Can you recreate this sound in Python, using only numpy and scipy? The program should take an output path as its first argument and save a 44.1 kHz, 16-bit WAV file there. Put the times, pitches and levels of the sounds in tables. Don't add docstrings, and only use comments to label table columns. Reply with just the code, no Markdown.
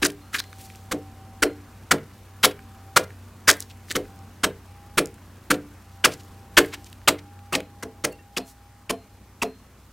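import sys
import numpy as np
from scipy import signal
from scipy.fft import rfft, irfft, next_fast_len
from scipy.io import wavfile
from scipy.ndimage import uniform_filter1d, map_coordinates

SR = 44100
rng = np.random.default_rng(int(sys.argv[2]) if len(sys.argv) > 2 else 0)


def store_pcm(level_fs):
    pcm = np.round(np.clip(level_fs, -1, 1) * 32767).astype(np.int16)
    wavfile.write(sys.argv[1], SR, np.atleast_2d(pcm).T)


def how_loud(loudness_db):
    steps = np.asarray(loudness_db, float) / 20
    return 10 ** steps


N = 437472

# (first contact [s], level [dB], split resonance [Hz], time until the chip parts [s],
# fibre hiss [dB])
BITES = [(0.9111, -12, 1410, 0.015, -10.5), (1.4209, -1.5, 1418, .0145, -12.5),
         (1.908, 3.5, 1484, .013, -16.5), (2.428, -0.5, 1290, .028, -8.5), (2.9596, 5.5, 1395, .0155, -16),
         (3.472, 4.5, 1498, 0.024, -12.5), (3.95, -10, 1391, 0.016, -10), (4.432, -3, 1305, .016, -11),
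         (4.972, -3.5, 1349, .019, -8), (5.501, -1, 1414, .015, -14), (6.039, 2, 1481, .019, -11.5),
         (6.567, 6.5, 1497, .021, -14), (7.074, 2.5, 1205, 0.016, -11), (7.546, -9, 2136, .011, -10),
         (8.038, -12.5, 1315, .015, -5)]


def unit(x):
    return x / np.sqrt(np.mean(x ** 2) + 1e-20)


def along(points, hz):
    f, v = np.transpose(points)
    return np.interp(np.log(hz + 1), np.log(f + 1), v)


def curves(rows):
    s, *cols = np.transpose(rows)
    return [np.interp(np.arange(N) / SR, s, c) for c in cols]


def wobble(rate, size=N):
    knots = rng.standard_normal(int(size * rate / SR) + 4)
    return map_coordinates(knots, [np.arange(size) * rate / SR])


def bump(middle_s, spread_s):
    return np.exp(-((np.arange(N) / SR - middle_s) / spread_s) ** 2)


def filtered(x, response):
    m = next_fast_len(x.shape[-1] + 4096)
    spectrum = rfft(x, m) * response(np.fft.rfftfreq(m, 1 / SR))
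    return irfft(spectrum, m)[..., :x.shape[-1]]


def resonance(centre_hz, width_hz):
    return lambda f: 1j * f * width_hz / (centre_hz ** 2 - f * f + 1j * f * width_hz)


def add(track, s, sound):
    part = track[max(round(s * SR), 0):][:len(sound)]
    part += sound[:len(part)]


def rush(spectrum, patchy_db):
    z = signal.stft(rng.standard_normal(N), nperseg=512)[2]
    field = uniform_filter1d(rng.standard_normal(z.shape), 6, 0)
    field = uniform_filter1d(field, 14, 1)
    noise = signal.istft(z * how_loud(patchy_db * unit(field)), nperseg=512)[1][:N]
    return unit(filtered(noise, lambda hz: how_loud(along(spectrum, hz))))


def engine():
    # (time [s], frequency [Hz], level [dB])
    firing = [(0.0, 94.84, -53), (0.77, 94.8, -48), (2.73, 94.87, -50.5), (2.96, 94.06, -46.5),
              (5.63, 91.84, -52), (7.4, 94.26, -48), (8.51, 94.9, -60), (8.84, 99, -54.5),
              (9.09, 98.3, -58), (9.28, 92.8, -54.5), (9.75, 90, -64), (9.92, 93.8, -55)]
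    # (multiple of firing tone [1], level [dB], phase wander [rad])
    overtones = [(2.0, -17.5, 1.2), (2.45, -13.5, 2.4)]
    hum_hz, hum_db = curves(firing)
    turn = 2 * np.pi * np.cumsum(hum_hz) / SR
    sides = sum(how_loud(db + 1.5 * wobble(6)) * np.sin(k * turn + wander * wobble(6))
                for k, db, wander in overtones)
    return how_loud(hum_db + 4.0) * (how_loud(1.3 * wobble(13)) * np.sin(turn) + sides)


def whine():
    # (time [s], frequency [Hz], level [dB])
    drift = [(.1, 776.2, -66), (.62, 775.2, -53), (1.5, 772, -52.5), (1.8, 777, -69), (2.5, 780, -57.5),
             (2.95, 781, -52), (3.2, 778.3, -67.5), (4.2, 784.5, -53), (4.55, 800, -82), (4.7, 808, -55.5),
             (5.0, 810, -52.5), (5.5, 804.3, -84.5), (6.0, 787.7, -54.5), (6.8, 797, -57), (7.1, 800, -68),
             (7.3, 810, -51.5), (8.8, 810, -59.5), (9.92, 816, -73)]
    hz, db = curves(drift)
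    return how_loud(db + 1 + 1.6 * wobble(20)) * np.sin(2 * np.pi * np.cumsum(hz) / SR)


def mains():
    # (frequency [Hz], level [dB rms], phase wander [rad])
    tones = [(61, -57, .3), (119.6, -64, 1.2)]
    turn = 2 * np.pi * np.arange(N) / SR
    return sum(how_loud(db + 2 + 1.6 * wobble(4.2)) * np.sin(hz * turn + wander * wobble(2.7))
               for hz, db, wander in tones)


def air():
    # (frequency [Hz], density [dB per Hz])
    low = [(18, -30), (45, -13), (107, -10.5), (156, -19), (200, -14), (290, -19.5), (1040, -31),
           (1760, -120)]
    middle = [(350, -48), (600, -13.5), (791, -8), (1190, -6), (3000, -16.5), (3900, -50.5), (6600, -120)]
    high = [(1470, -33), (2500, -11.5), (3280, -4), (4110, -5), (6860, -6.5), (10700, -9.5), (15000, -9.5),
            (16000, -15.5)]
    # (time [s], level [dB])
    nearness = [(0, -1.5), (2.3, -1), (4.5, -1.5), (6.8, -1.5), (7.4, -3.5), (8.6, -5.5), (9.92, -4.5)]
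    # (middle [s], rise [dB], spread [s])
    showers = [
        (.65, 5.5, .2),
        (3.599, 6.5, 0.057),
        (4.0, 2.5, 0.16),
        (6.19, 2.5, .15),
        (6.65, 11, 0.074),
        (6.88, 3.5, 0.077),
    ]
    near_db, = curves(nearness)
    rumble_db = -57.5 + near_db + 1.0 * wobble(3.3)
    drone_db = -57.5 + near_db
    crumbs_db = sum(db * bump(s, spread) for s, db, spread in showers)
    dip_lead_s, dip_spread_s, dip_db = 0.16, 0.18, -0.5
    dips_db = sum(dip_db * bump(row[0] - dip_lead_s, dip_spread_s) for row in BITES)
    rustle_db = -63.5 + 0.89 * near_db + crumbs_db + dips_db
    grains = unit(how_loud(0.8 * wobble(89) + 1.1 * wobble(500)) * rush(high, patchy_db=0.6))
    rumble = how_loud(rumble_db + 7.5) * rush(low, patchy_db=0.57)
    drone = how_loud(drone_db + 1.5) * rush(middle, patchy_db=1.47)
    return rumble + drone + how_loud(rustle_db + 4.5) * grains


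def axe(bites, crackle_db, entry, knee):
    # (frequency [Hz], level [dB])
    fibres = [(700, -22), (2000, 6), (3000, 1.5), (4500, 1), (6500, 0), (9000, -2), (13000, -8.5),
              (16000, -13.5)]
    glide, glide_share, split_width_hz = 0.59, 0.13, 587
    part_t60_s, creep_t60_s = 0.021, 0.067
    out, t = np.zeros(N), np.arange(SR // 5) / SR
    for s, db, split_hz, length, hiss_db in bites:
        depth = t / max(length, 0.002)
        after = np.maximum(t - length, 0)
        force = np.tanh((np.minimum(depth, 1) / knee) ** entry)
        effort = force * how_loud(-60 * after / part_t60_s)
        creep = force * how_loud(-13 - 60 * after / creep_t60_s)
        snaps = np.array([unit(how_loud(crackle_db * wobble(700, size=len(t)))) * rng.standard_normal(len(t))
                          for layer in range(4)])

        turn = 2 * np.pi * split_hz * np.cumsum(1 + glide * np.exp(-depth / glide_share)) / SR
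        slow = filtered(snaps[:2], lambda hz: 1 / (1 + 2j * hz / split_width_hz) ** 2)
        split = effort * (slow[0] * np.cos(turn) + slow[1] * np.sin(turn))
        split = unit(split) * np.sqrt(np.mean(effort ** 2))

        splinters = np.c_[np.geomspace(1800, 16000, num=16), 2 * rng.standard_normal(16)]
        hiss = unit(filtered(snaps[2], lambda hz: how_loud(along(fibres, hz) + along(splinters, hz))))
        hiss = how_loud(hiss_db - 2.5) * (effort + how_loud(-6.5) * creep) * hiss
        broad = unit(filtered(snaps[3], resonance(1900, 2600)))
        add(out, s, how_loud(db) * (how_loud(-14.5) * split + how_loud(-11) * creep * broad + hiss))
    return out


def log_ring(knocks, modes, return_s, ring_db):
    thud_level_db, thud_grows = -19, 0.55
    out, t = np.zeros(N), np.arange(SR // 3) / SR
    swell = 1 - np.exp(-(t / 0.028) ** 2)
    push = t / 0.016 * np.exp(1 - (t / 0.011) ** 2)
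    ground = how_loud(-23.0) * np.sin(2 * np.pi * 42 * t) * t / 0.018 * np.exp(1 - t / 0.01)
    for s, db, low_db, high_db in knocks:
        thud_db = thud_level_db + (thud_grows - 1) * db
        colour = [(170, low_db), (350, 0.0036), (620, high_db)]
        chance = rng.standard_normal((len(modes), 2))
        rocking = 3 * np.sin(2 * np.pi * (13 + 3 * chance[:, :1]) * t + 9 * chance[:, 1:])
        ring = np.zeros(len(t))
        for (hz, level, t60), (u, v), rock in zip(modes, chance, rocking):
            decay = how_loud(level + 2.5 * u + rock - 60 * t / (0.77 * t60))
            ring += decay * np.cos(2 * np.pi * hz * (1 + 0.0076 * u) * (t - return_s) + 0.75 * v)
        turf = unit(filtered(rng.standard_normal(len(t)), lambda hz: resonance(340, 420)(hz) ** 2))
        rattle = how_loud(-3 - 60 * t / 0.14) * swell
        body = how_loud(ring_db) * swell * ring + turf * (how_loud(thud_db) * push + rattle)
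        add(out, s, how_loud(db) * (filtered(body, lambda hz: how_loud(along(colour, hz))) + ground))
    return out


def chips():
    # (time [s], peak level [dB], centre [Hz])
    slab_snaps = [(0.029, -12, 2980), (.0312, -4.5, 2376), (0.032, -7, 3565), (.051, -1, 6420),
                  (0.0607, -11, 4500), (.0655, -9.5, 8490), (0.069, -10.5, 8920), (.105, -26, 5600),
                  (0.3454, -16, 1690), (.3478, -15.5, 1760), (.352, -12, 1757), (0.3626, -21, 12750),
                  (0.3745, -26, 1600), (0.388, -22, 4150), (.3952, -18, 6435), (.398, -19, 13290),
                  (0.402, -12.5, 4250), (.402, -20.5, 1480), (.441, -37, 1700), (0.5299, -32.5, 4500),
                  (2.455, -7, 7900), (3.501, -4.5, 4287), (3.5025, -2.5, 6555), (3.5143, 0, 6486),
                  (3.53, -16, 6510), (3.5395, -21, 5980), (3.599, -32, 5984), (3.624, -30, 7450),
                  (3.7001, -37.5, 5340), (3.706, -37.5, 2480), (3.901, -24, 3940), (3.9076, -17, 3690),
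                  (3.9127, -15, 2708), (3.9155, -21, 13040), (3.9246, -19.5, 6500), (3.9473, -31.5, 11980),
                  (5.5573, -33, 7496), (6.587, -4.5, 9140), (1.4338, -7, 1660), (2.4477, -1.5, 6000),
                  (7.08, -5, 8000), (7.5314, -13.5, 8000), (7.5521, -12, 2190), (7.553, -6.5, 3246),
                  (7.6, -37, 3330), (7.605, -28, 7190), (8.051, -5.5, 8000)]
    # (time [s], peak level [dB], centre [Hz])
    landings = [(0.1012, -28, 2876), (0.102, -26.5, 9040), (0.1203, -29.5, 10020), (.4398, -34, 4800),
                (0.5295, -32.5, 1570), (0.5867, -35, 8030), (0.7012, -33.5, 2140), (.7015, -40, 7000),
                (0.751, -37.5, 2150), (0.7583, -31, 6360), (1.9839, -35, 2007), (2.5117, -29, 2500),
                (2.592, -33.5, 1477), (3.1053, -34, 1715), (3.5691, -25.5, 10950), (3.6051, -11.5, 7210),
                (3.6248, -22.5, 5000), (3.8847, -37, 1555), (4.0544, -41, 1525), (4.5094, -40, 1530),
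                (5.0583, -18, 6870), (5.1814, -44, 1500), (6.1047, -34, 1700), (6.123, -29, 2436),
                (6.141, -28, 6510), (6.18, -41, 7000), (6.1382, -25, 5980), (6.6473, -24.5, 2165),
                (6.8449, -30, 5990), (6.901, -38, 7960), (6.929, -30.5, 3100), (6.929, -33, 7500),
                (7.0167, -42, 1814), (7.3914, -41.5, 2580), (7.6045, -25, 2275),
                (3.775, -42.5, 7500),
        (4.161, -39, 12000),
        (4.191, -39.5, 5990),
        (5.072, -29, 7060),
        (5.143, -35.5, 8000),
        (5.37, -45, 7000),
        (6.235, -40, 6000),
        (6.25, -41.5, 13040),
        (6.662, -25, 10990),
    ]
    # (frequency [Hz], t60 [s])
    tick_t60 = [(1500, 0.015), (8000, 0.0034)]
    click_db, click_t60_s, onset_s = -3.5, 0.0039, 0.0003
    out, t = np.zeros(N), np.arange(SR // 20) / SR
    start = 1 - np.exp(-t / onset_s)
    for s, db, hz in slab_snaps + landings:
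        noise = start * rng.standard_normal((2, len(t)))
        tick = how_loud(-60 * t / max(along(tick_t60, hz), 0.003)) * noise[0]
        tick = tick + 4.2 * (t == 1 / SR)
        click = np.diff(how_loud(click_db - 60 * t / click_t60_s) * noise[1], prepend=0)
        tick = filtered(tick, lambda f: resonance(hz, 0.75 * hz)(f) ** 2) + how_loud(-15.5) * click
        add(out, s - onset_s, how_loud(db) * tick / np.abs(tick).max())
    return out


def yard(x):
    # (frequency [Hz], t60 [s])
    echo_t60 = [(150, 0.61), (600, 0.17), (2000, .25), (6000, 0.093), (14000, 0.17)]
    hz, t, z = signal.stft(rng.standard_normal(SR // 2), SR, nperseg=256)
    fading = z * how_loud(-60 * t / along(echo_t60, hz)[:, None])
    tail = signal.istft(fading, SR, nperseg=256)[1]
    delayed = np.pad(x, (700, 0))
    return signal.fftconvolve(delayed, tail / np.linalg.norm(tail))[:N]


def steel():
    # (time [s], level [dB], frequency [Hz], t60 [s])
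    tones = [(.215, -60, 4170, .4), (.4, -46, 4170, 0.34), (1.439, -46, 4180, 0.29),
             (8.122, -50, 1800, .05), (8.19, -47, 1830, .05), (7.56, -50, 4120, 0.37),
             (8.11, -47, 4450, 0.11), (8.122, -44, 2740, 0.1), (8.186, -47, 2730, 0.085),
             (8.38, -48, 4200, 0.33), (8.901, -52, 4172, 0.52), (9.426, -52, 4180, 0.56)]
    out, t = np.zeros(N), np.arange(SR // 2) / SR
    for s, db, hz, t60 in tones:
        decay = how_loud(db - 60 * t / t60 + 1.8 * wobble(90, size=len(t)))
        add(out, s, decay * (1 - np.exp(-t / 0.002)) * np.sin(2 * np.pi * hz * t))
    return out


def scuffs(strokes, width, order):
    out, t = np.zeros(N), np.arange(SR // 5) / SR - 0.1
    for s, db, hz, length in strokes:
        grit = how_loud(1.2 * wobble(400, size=len(t))) * rng.standard_normal(len(t))
        rub = unit(filtered(grit, lambda f: resonance(hz, width * hz)(f) ** 2))
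        add(out, s - 0.1, how_loud(db) * np.exp(-(2 * t / length) ** order) * rub)
    return out


def scene():
    # (first contact [s], level [dB],
    # split resonance [Hz], time until the chip parts [s], fibre hiss [dB])
    tears = [
        (.0172, -18, 900, 0.0062, -19.5),
        (.022, -7.5, 1650, .016, -12.5),
        (.043, -9, 1504, .019, -9),
        (.327, -23.5, 1490, 0.011, -17),
        (.337, -14.5, 1610, .018, -16),
        (.355, -16.5, 1604, 0.011, -13.5),
        (.383, -23, 1630, 0.016, -8),
        (3.498, -7, 1537, 0.014, -8.5),
        (3.905, -16.5, 1676, .013, -12),
        (7.523, -11.5, 1093, 0.024, -15),
    ]
    far_bites = [
        (7.825, -20.5, 1224, .011, -12.5),
        (8.3655, -18.5, 1066, .018, -6),
        (8.895, -11.5, 1083, .015, -12),
        (9.419, -10.5, 1049, .014, -13),
    ]
    # (time [s], ring level [dB], change of low modes [dB], change
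    # of high modes [dB])
    knocks = [(.02, -11.5, 2.5, -10.5), (.047, -30.5, -2, 10.5), (.34, -31, 2.5, -10), (.912, -14, 5, -0.5),
              (1.421, -6.5, -6, -2), (1.908, -10, 8, 3), (2.432, -9, 0, 0.5), (2.961, -17.5, 6.5, 9.5),
              (3.475, -14, 5, 6.5), (3.9, -34, 9, -8), (3.949, -9.5, 0.5, -5), (4.433, -14, 6, 2.5),
              (4.971, -6, 0.5, -2), (5.5, -9.5, 6.5, -0.5), (6.041, -14, 7.5, 5), (6.568, -2, -5, -2),
              (7.073, -10.5, 4, 3.5), (7.523, -20, 6, -3), (7.548, -19.5, 8.5, 7), (8.039, -19, 6.5, 5.5)]
    far_knocks = [
        (7.828, -23.5, 0.094, 0.09),
        (8.366, -18.5, .1, 0.096),
        (8.895, -15.5, 0.11, .1),
        (9.42, -14, 0.12, .1),
    ]
    # (frequency [Hz], level [dB], t60 [s])
    near_modes = [(144.8, -23.5, 0.49), (193, -18, 0.31), (289.5, -2.5, 0.28), (350.6, -3.5, 0.21),
                  (397.7, -7, 0.33), (447, -6, 0.3), (504.8, -2.5, 0.24), (585.2, -5, 0.21),
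                  (637, -4.5, 0.2), (721, -11.5, 0.2), (844, -9, 0.067)]
    far_modes = [(197, -6, 0.28), (261, 2, 0.216), (375, -14, 0.24), (402.6, -8.5, 0.263), (440, 0, 0.26),
                 (484, 0, 0.14), (670, -8, 0.27), (677, -7.5, 0.12), (702, -3, 0.21), (750, -35, 0.52)]
    # (middle [s], level [dB rms],
    # centre [Hz], length [s])
    slides = [(3.502, -8.5, 5000, 0.0045), (3.6045, -31, 13000, 0.0034), (6.205, -49.5, 3960, .02),
              (.345, -36.5, 5030, 0.018), (2.515, -43, 2500, .015), (3.04, -44.5, 4960, .015),
              (0.374, -42, 4997, 0.042), (5.545, -35.5, 3500, .012), (8.127, -47, 8940, .01),
              (0.606, -52, 2922, 0.04), (0.615, -49.5, 8700, 0.051), (.655, -47, 5880, .03),
              (3.618, -46.5, 5000, 0.035), (3.709, -47.5, 2840, .02), (3.903, -48.5, 4970, 0.047),
              (6.129, -41.5, 4000, 0.036), (6.741, -33, 2000, .025), (6.743, -39.5, 6120, 0.013),
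              (6.867, -48, 3860, 0.016), (7.192, -44.5, 2400, 0.016), (8.49, -50.5, 7020, 0.069)]
    # (middle [s], level [dB rms], centre [Hz], length [s])
    edges = [(.391, -27.5, 4130, 0.013), (1.914, -18.5, 3100, 0.0028), (2.439, -14.5, 2920, .01),
             (3.955, -29, 2960, 0.0072), (5.505, -26.5, 3040, 0.0061), (6.046, -11.5, 2830, 0.0088),
             (6.571, -14.5, 3000, 0.0043), (7.078, -18.5, 3050, 0.0056), (7.538, -27, 2770, .02),
             (8.37, -24.5, 2750, 0.0094), (8.898, -27, 2710, .008), (9.422, -24, 2690, 0.0083)]

    near = axe(BITES, crackle_db=2.2, entry=1.3, knee=0.51)
    near = near + axe(tears, crackle_db=3, entry=0.63, knee=0.45)
    near = near + log_ring(knocks, near_modes, return_s=0.036, ring_db=-4.5)
    far = axe(far_bites, crackle_db=2.2, entry=0.6, knee=0.28)
    far = far + log_ring(far_knocks, far_modes, return_s=0.028, ring_db=-6.5)
    rubbing = scuffs(slides, width=1.7, order=2) + scuffs(edges, width=0.25, order=4)
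    work = near + far + chips() + rubbing + steel()
    mono = work + how_loud(-21) * yard(work) + engine() + whine() + mains() + air()
    return np.array([mono, mono])


def roll_off(x):
    return signal.sosfilt(signal.butter(12, 16960, fs=SR, output="sos"), x)


def record(dry):
    # (frequency [Hz], density [dB per Hz])
    apart_spectrum = [(35, -45), (60, -14.5), (91, -12.5), (376, -1.5), (976, -6), (1350, -9), (3340, -5.5),
                      (15500, -5)]
    level = dry / (1 + np.abs(dry / 0.86) ** 4) ** (1 / 4)
    loudness = np.abs(uniform_filter1d(level[0] ** 2, size=1500))
    apart = how_loud(-64.5) * rush(apart_spectrum, patchy_db=3.0) / (1 + (loudness / how_loud(-63.5)) ** 2)
    top_hz = 15800
    mix = filtered(level + np.array([apart, -apart]), lambda hz: np.where(hz < top_hz, 1, how_loud(-40.5)))
    return roll_off(mix)


dry = scene()
out = record(dry)
store_pcm(out)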